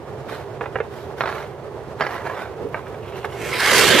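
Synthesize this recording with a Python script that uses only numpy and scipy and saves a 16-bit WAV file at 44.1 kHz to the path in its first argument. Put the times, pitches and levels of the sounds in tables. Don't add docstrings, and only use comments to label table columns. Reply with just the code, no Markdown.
import sys
import numpy as np
from scipy import signal
from scipy.fft import rfft, irfft
from scipy.io import wavfile
from scipy.ndimage import uniform_filter1d

SR = 44100
rng = np.random.default_rng(int(sys.argv[2]) if len(sys.argv) > 2 else 0)


def store_wav(level_fs):
    pcm = np.round(np.clip(np.atleast_2d(level_fs), -1, 1) * 32767)
    wavfile.write(sys.argv[1], SR, pcm.T.astype(np.int16))


N = 176400
T, HZ = np.arange(N) / SR, np.fft.rfftfreq(N, 1 / SR)


def amp(db):
    return 10 ** (np.asarray(db) / 20)


def unit(x):
    return x / np.sqrt(np.mean(x ** 2) + 1e-20)


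def over_pitch(table):
    hz, value = np.transpose(table)
    return np.interp(np.log(HZ + 1), np.log(hz + 1), value)


def over_time(table, column=1):
    table = np.array(table)
    return np.interp(T, table[:, 0], table[:, column])


def add(mix, start, sound):
    part = mix[round(start * SR):][:len(sound)]
    part += sound[:len(part)]


def colour(x, tone):
    log_gain = np.log(amp(over_pitch(tone)))
    log_response = signal.hilbert(np.r_[log_gain, log_gain[-2:0:-1]])[:len(HZ)]
    return irfft(rfft(x) * np.exp(np.conj(log_response)), N)


def dull(x, hz, order=3):
    return signal.sosfilt(signal.butter(order, hz, fs=SR, output="sos"), x)


def wander(hz):
    return unit(irfft(rfft(rng.standard_normal(N)) / (1 + (HZ / hz) ** 4), N))


def resonate(x, hz, width_hz):
    turn = np.exp(2j * np.pi * np.cumsum(hz * np.ones(N)) / SR)
    decay = np.exp(-np.pi * width_hz / SR)
    return unit((turn * signal.lfilter([1], [1, -2 * decay, decay * decay], x / turn)).real)


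def swell(start, rise, hold, fade):
    return np.clip((T - start) / rise, 0, 1) * amp(-20 * np.maximum(T - start - rise - hold, 0) / fade)


def chips(per_s, spread_db):
    size = amp(spread_db * np.minimum(rng.exponential(1, (2, N)), 4))
    return size * rng.choice([-1, 1], (2, N)) * (rng.random((2, N)) < per_s / SR)


def shimmer(x, depth_db):
    bands = signal.stft(x, nperseg=1024, noverlap=768)[2]
    patches = uniform_filter1d(rng.standard_normal(bands.shape[1:]), size=4, axis=0)
    patches = unit(uniform_filter1d(patches, size=9, axis=1))
    return signal.istft(bands * unit(amp(depth_db * patches)), nperseg=1024, noverlap=768)[1][:, :N]


def pan(db):
    return 2 * np.array([amp(db), np.ones_like(db)]).reshape(2, -1) / (1 + amp(db))


# frequency in Hz, how alike left and right are (1 or more: the same).
NARROW = [(60, 1), (300, 0.5), (1500, 1.2), (3100, 0.86), (6800, 0.37), (15000, 0.13)]
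WIDE = [(60, 0.64), (300, 0.94), (700, 0.93), (1400, 0.73), (3100, 0.22), (6800, 0.19), (15000, 0.017)]
# frequency in Hz, left minus right in dB.
BALANCE = [(60, -2.5), (150, -2.5), (350, -5.6), (3000, -4.5), (5500, 0.5), (9000, 2), (15000, 2)]


def stereo(pair, likeness, balance=BALANCE):
    shared, stray = rfft(pair)
    alike = np.clip(over_pitch(likeness), 0, 1)
    side = stray * np.sqrt((1 - alike) / (1 + alike))
    return irfft(np.array([shared + side, shared - side]) * pan(over_pitch(balance)), N)


def from_left(x, lead_s=0.00004):
    left = irfft(rfft(x[0]) * np.exp(2j * np.pi * HZ * lead_s), N)
    return np.array([left, x[1]])


# frequency in Hz, level in dB.
WIND_TONE = [(15, -62), (25, -40), (37, -29), (50, -29), (66, -7), (140, -6), (164, -10.5), (253, -14),
             (281, -16), (313, -11.5), (399, -2.5), (482, -6.5), (523, -8.5), (631, -9), (1140, -17.5),
             (1570, -25), (1750, -25), (2490, -33), (15500, -55)]
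# pitch in Hz, width in Hz, level in dB.
DRONES = [(111.2, 23.5, -48.5), (137.9, 12, -49.5), (402.4, 57, -44.5)]


def wind():
    gusts = amp(1.3 * wander(hz=24) + 0.5 * wander(hz=3))
    rumble = amp(-34) * unit(colour(rng.standard_normal((2, N)) * gusts, WIND_TONE))
    drones = sum(amp(db) * resonate(rng.standard_normal((2, N)), hz, width) for hz, width, db in DRONES)
    moan_level = amp(-27.5) * swell(start=2.56, rise=0.08, hold=0.03, fade=0.07)
    moan = moan_level * resonate(rng.standard_normal((2, N)), hz=415, width_hz=155)
    return stereo(rumble + drones + moan, WIDE)


# frequency in Hz, level in dB.
FROST_TONE = [(800, -10), (1500, 5), (2800, 6), (3800, -7), (6000, -5), (11500, -6), (15500, -7)]


def glide():
    cracks = chips(per_s=3000, spread_db=1) * amp(3.4 * wander(hz=90))
    frost = amp(-61) * unit(colour(cracks, FROST_TONE))
    return stereo(frost * swell(start=2.48, rise=0.2, hold=1, fade=1), WIDE)


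# pitch in Hz, width in Hz, level in dB.
BLADE_NOTES = [(1014, 36, -4), (1316, 18, -2), (1510, 35, -0.5), (1592, 33, 3.5), (1692, 82, 1.5),
               (1780, 20, 0.5), (1922, 120, 0), (2175, 34, 4.5), (2365, 74, -2), (2726, 19, -3),
               (3085, 32, -5), (3260, 14, -8)]


def blade(scrape):
    response = sum(amp(db) / np.sqrt(width) / (1 + 2j * (HZ - hz) / width) * (-1) ** k
                   for k, (hz, width, db) in enumerate(BLADE_NOTES))
    return unit(irfft(rfft(scrape) * response, N))


# start, rise, hold and fade in seconds, grit level in dB, hiss level in dB.
STROKES = [(0.27, 0.027, 0.052, 0.13, -35.5, -46), (0.596, 0.041, .03, 0.069, -43.5, -70),
           (0.726, 0.018, .05, .06, -45, -77), (0.884, 0.057, 0.081, 0.12, -45.5, -52),
           (1.162, 0.025, 0.038, .06, -40, -48), (1.245, 0.054, 0.08, 0.16, -32, -47.5),
           (1.985, .015, 0.085, 0.063, -33.5, -52), (2.084, 0.026, 0.056, 0.18, -31, -49),
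           (2.24, 0.022, 0.092, 0.2, -33, -56), (2.372, 0.039, 0.022, 0.059, -42, -51.5),
           (2.712, 0.022, 0.065, 0.18, -42, -64), (3.022, 0.071, 0.1, 0.26, -45.5, -62),
           (3.148, 0.019, 0.0092, 0.087, -48.5, -50), (3.24, 0.008, 0.008, 0.025, -36, -48),
           (3.319, 0.0074, 0.0082, 0.083, -38, -50)]
# frequency in Hz, level in dB.
GRIT_TONE = [(100, -25), (280, -10.5), (430, 0.5), (800, 3.5), (1350, 2), (2100, -8), (2800, -12.5),
             (4200, -23.5), (7000, -32), (15000, -40)]
HISS_TONE = [(300, -14), (1750, 6), (2600, 4), (3600, 6.5), (4500, 3), (5300, -4.5), (6500, -6),
             (9000, -8.5), (13000, -5), (15500, -18)]


def strokes():
    grit_level = sum(amp(db) * swell(*timing) for *timing, db, _ in STROKES)
    hiss_level = sum(amp(db) * swell(*timing) for *timing, _, db in STROKES)
    clumps = wander(hz=130)
    cracks = chips(per_s=3000, spread_db=2.7) * amp(2.4 * clumps)
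    grit = unit(colour(cracks, GRIT_TONE)) + amp(-6.5) * dull(blade(cracks), hz=2270)
    hiss = unit(colour(chips(per_s=9000, spread_db=0.5) * amp(0.85 * clumps), HISS_TONE))
    whistle = amp(-14) * resonate(cracks, hz=5150 * (1 + 0.033 * wander(hz=5.1)), width_hz=1000)
    sing_level = amp(-48) * swell(start=3, rise=0.03, hold=0.2, fade=0.6)
    sing = sing_level * resonate(cracks, hz=2550, width_hz=1000)
    coarse = stereo(grit * grit_level + sing, NARROW)
    fine = stereo((hiss + whistle) * hiss_level, WIDE)
    return shimmer(coarse + fine, depth_db=3)


def ringing(t, notes, pitch):
    return sum(amp(db - 60 * t / ring_s) * np.sin(2 * np.pi * (hz * pitch * t + rng.random()))
               for hz, db, ring_s in notes)


def knock(t, snap_db, rattle_db):
    sound = amp(rattle_db - 60 * t / 0.042) * rng.standard_normal(len(t)) * (1 - np.exp(-t / 0.0036))
    sound[0] -= amp(snap_db)
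    return sound


# frequency in Hz, level in dB.
KNOCK_TONE = [(60, -30), (140, -2.5), (280, -7.5), (450, 3.5), (850, 4), (1500, 0.5), (2100, -3),
              (3000, -11.5), (4500, -14), (7000, -18.5), (15000, -26)]


def hits_on_ice(ring, knocks, echo_s=0.27):
    direct = ring + colour(knocks, KNOCK_TONE)
    tail = rng.standard_normal((2, SR // 2)) * amp(-60 * T[:SR // 2] / echo_s)
    echo = signal.fftconvolve(direct[None], tail / np.linalg.norm(tail[0]), axes=1)[:, :N]
    return (direct + amp(-13) * echo) * pan(-5)


# start in seconds, level in dB,
# pitch multiplier, treble limit in Hz, change to the thud's level in dB.
TAPS = [(0.6102, -20.5, 0.74, 3200, -23), (.639, -29, 0.86, 2700, -14), (.658, -24.5, 0.86, 3400, -17),
        (0.757, -18, 0.83, 2980, -13), (.786, -30, 1, 2900, -23), (0.8028, -21, 0.91, 3200, 1.5),
        (2.7444, -19.5, 0.97, 2450, -20), (2.773, -34, 1.0, 3000, -16), (2.868, -34.5, 1.0, 4000, -18),
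        (2.943, -35, 0.99, 5000, -20), (3.055, -42, 1.0, 3000, -20), (3.123, -37, 1.0, 2800, -20),
        (3.177, -34, 1.0, 3600, -20), (3.2454, -20, 0.93, 2400, -11)]
# base pitch in Hz, level in dB, seconds to fade by 60 dB.
SHIFTING_NOTES = [(650, -4.5, 0.071), (934, -0.5, 0.05), (1253, -2.5, 0.043), (1598, -1.5, 0.038),
                  (1898, -4.5, 0.04), (2324, -3, 0.045), (2670, -15, 0.041), (2880, -16, 0.096),
                  (3370, -19, 0.046)]
STEADY_NOTES = [(1724, -8.5, 0.052), (2870, -14.5, 0.056), (3670, -20, 0.073)]


def taps(thud_hz=452, bounce_s=0.00349):
    t, ring, knocks = T[:SR // 5], np.zeros(N), np.zeros(N)
    for start, db, pitch, treble_hz, thud_db in TAPS:
        notes = ringing(t, SHIFTING_NOTES, pitch) + ringing(t, STEADY_NOTES, pitch=0.97)
        thud_level = amp(15 + thud_db - 60 * t / 0.039) * (1 - np.exp(-t / 0.0036))
        thud = thud_level * np.sin(2 * np.pi * thud_hz * t)
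        add(ring, start, amp(db) * (amp(-2) * dull(notes, treble_hz, order=5) + thud))
        for delay, drop_db in (0, 0), (bounce_s, -6.5):
            hit = dull(knock(t, snap_db=22, rattle_db=6), treble_hz, order=5)
            add(knocks, start + delay, amp(db + drop_db) * hit)
    return hits_on_ice(ring, knocks)


# start in seconds, level in dB, treble limit in Hz, pitch multiplier.
CLACKS = [(1.208, -12.5, 2950, 1.02), (1.2117, -18.5, 3500, 1), (1.2166, -25, 2000, 0.93),
          (1.237, -18.5, 2000, 0.96), (1.2572, -22.5, 2600, 0.9), (1.2593, -21.5, 4200, 1.04),
          (1.275, -20, 2900, 1.02), (1.2805, -25, 2000, 1.2), (1.2909, -26.5, 3500, 1.02),
          (1.3162, -29, 3500, 1.04), (1.3266, -24.5, 2820, 1.05), (1.3809, -28.5, 2400, 1.05),
          (1.4047, -30, 3300, 1.01), (2.0086, -13.5, 3400, 1.24), (2.0134, -23.5, 3000, 0.95),
          (2.0209, -16.5, 2400, 1.3), (2.037, -26, 2300, 1.16), (2.042, -24.5, 2000, 1.06),
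          (2.067, -19.5, 3280, 1.23), (2.108, -25.5, 2200, 1.12), (2.153, -29, 3000, 1.25),
          (2.2648, -24.5, 2000, 1.13)]
# base pitch in Hz, level in dB, seconds to fade by 60 dB.
SKATE_NOTES = [(1315, -3.5, 0.061), (1601, -7.5, 0.065), (2448, -16, 0.052), (3685, -18, 0.057),
               (4180, -18, 0.046), (5390, -26, 0.038)]


def landings():
    t, ring, knocks = T[:SR // 5], np.zeros(N), np.zeros(N)
    for start, db, treble_hz, pitch in CLACKS:
        skate = ringing(t, SKATE_NOTES, pitch) * (1 - np.exp(-t / 0.00084))
        add(ring, start, amp(db - 1) * skate)
        add(knocks, start, amp(db) * dull(knock(t, snap_db=29.5, rattle_db=9.5), treble_hz))
    return hits_on_ice(ring, knocks)


# time in seconds, then chatter, crunch and spray levels in dB.
SKID_LEVELS = [(3.3, -52, -44, -47), (3.37, -48, -43.5, -56), (3.39, -37.5, -38.5, -48.5),
               (3.46, -36.5, -32, -41), (3.515, -31, -30.5, -39.5), (3.53, -30, -25, -42),
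               (3.575, -34, -26.5, -43.5), (3.605, -34, -20.5, -35.5), (3.68, -31.5, -16.5, -28),
               (3.72, -23, -15, -26), (3.775, -18, -14, -23.5), (3.83, -20.5, -16, -24),
               (3.88, -20.5, -18, -24.5), (3.95, -18, -15.5, -26), (4.0, -20, -14.5, -25.5)]
# time in seconds, level in dB.
RASP_LEVEL = [(3.4, -59), (3.51, -46), (3.53, -34.5), (3.575, -34), (3.595, -28.5), (3.68, -32.5),
              (3.76, -22.5), (3.82, -24), (3.87, -30), (4.0, -33)]
# time in seconds, pitch in Hz.
EDGE_PITCH = [(3.5, 2310), (3.66, 1750), (3.74, 1960), (3.8, 2060), (3.86, 1730), (3.93, 1840),
              (3.99, 2270)]
# frequency in Hz, level in dB.
CHATTER_TONE = [(30, -46), (80, -10), (170, -8.5), (270, -8), (370, 1), (500, -0.5), (650, -10.5),
                (1200, -25), (4000, -51)]
CRUNCH_TONE = [(100, -28), (500, -6.5), (750, -3.5), (1000, 0.5), (1250, -1.5), (1700, 0.5), (2200, -1),
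               (2550, -1), (3100, -5.5), (3800, -10), (5000, -14), (6000, -24), (15000, -52)]
RASP_TONE = [(2000, -17), (3300, -1), (4200, 1.5), (5300, 1.5), (5900, -16), (7000, -20), (8200, -8.5),
             (10000, -9), (14000, -19)]
SPRAY_TONE = [(1500, -20), (4000, 0), (5000, -1), (6000, 3.5), (8200, -0.5), (10500, -4.5), (13000, -6),
              (14300, -10), (15600, -28)]
# frequency in Hz, left minus right in dB.
SPRAY_BALANCE = [(4000, -27), (6000, 0), (9000, -4), (13000, 1.5)]
# time in seconds, left minus right in dB.
SPRAY_PAN = [(3.55, 4), (3.68, 1), (3.77, -4.5), (4.0, -2)]


def skid():
    chatter_level, crunch_level, spray_level = (amp(over_time(SKID_LEVELS, k)) for k in (1, 2, 3))
    judder = amp(1.4 * wander(hz=90))
    chatter = amp(-0.5) * unit(colour(chips(per_s=2500, spread_db=3.5), CHATTER_TONE))
    crunch = amp(-2.5) * unit(colour(chips(per_s=6000, spread_db=2.5) * judder, CRUNCH_TONE))
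    edge = amp(-7) * resonate(chips(per_s=5000, spread_db=2) * judder, over_time(EDGE_PITCH), 780)
    steel = amp(-5) * blade(chips(per_s=4000, spread_db=3.5))
    bite_level = amp(-19) * swell(start=3.805, rise=0.025, hold=0.12, fade=0.25)
    bite = bite_level * resonate(chips(per_s=5000, spread_db=-2.5), hz=3200, width_hz=1100)
    rasp_level = amp(over_time(RASP_LEVEL))
    rasp = rasp_level * unit(colour(chips(per_s=7100, spread_db=3.5) * judder, RASP_TONE))
    spray = spray_level * unit(colour(chips(per_s=14000, spread_db=2) * judder, SPRAY_TONE))
    scrape = chatter * chatter_level + (crunch + edge + steel) * crunch_level + bite + rasp
    snow = stereo(spray, NARROW, SPRAY_BALANCE) * pan(over_time(SPRAY_PAN))
    fade_in = np.clip((T - 3.28) / 0.088, 0, 1)
    return shimmer(stereo(scrape, NARROW) + snow, depth_db=2) * fade_in


def scene():
    return from_left(wind() + taps() + landings() + strokes() + glide()) + skid()


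def record(dry):
    treble_cut = signal.firwin(401, 15600, window=("kaiser", 9), fs=SR)
    return signal.oaconvolve(np.clip(dry, -1, 1), treble_cut[None], "same")


dry = scene()
out = record(dry)
store_wav(out)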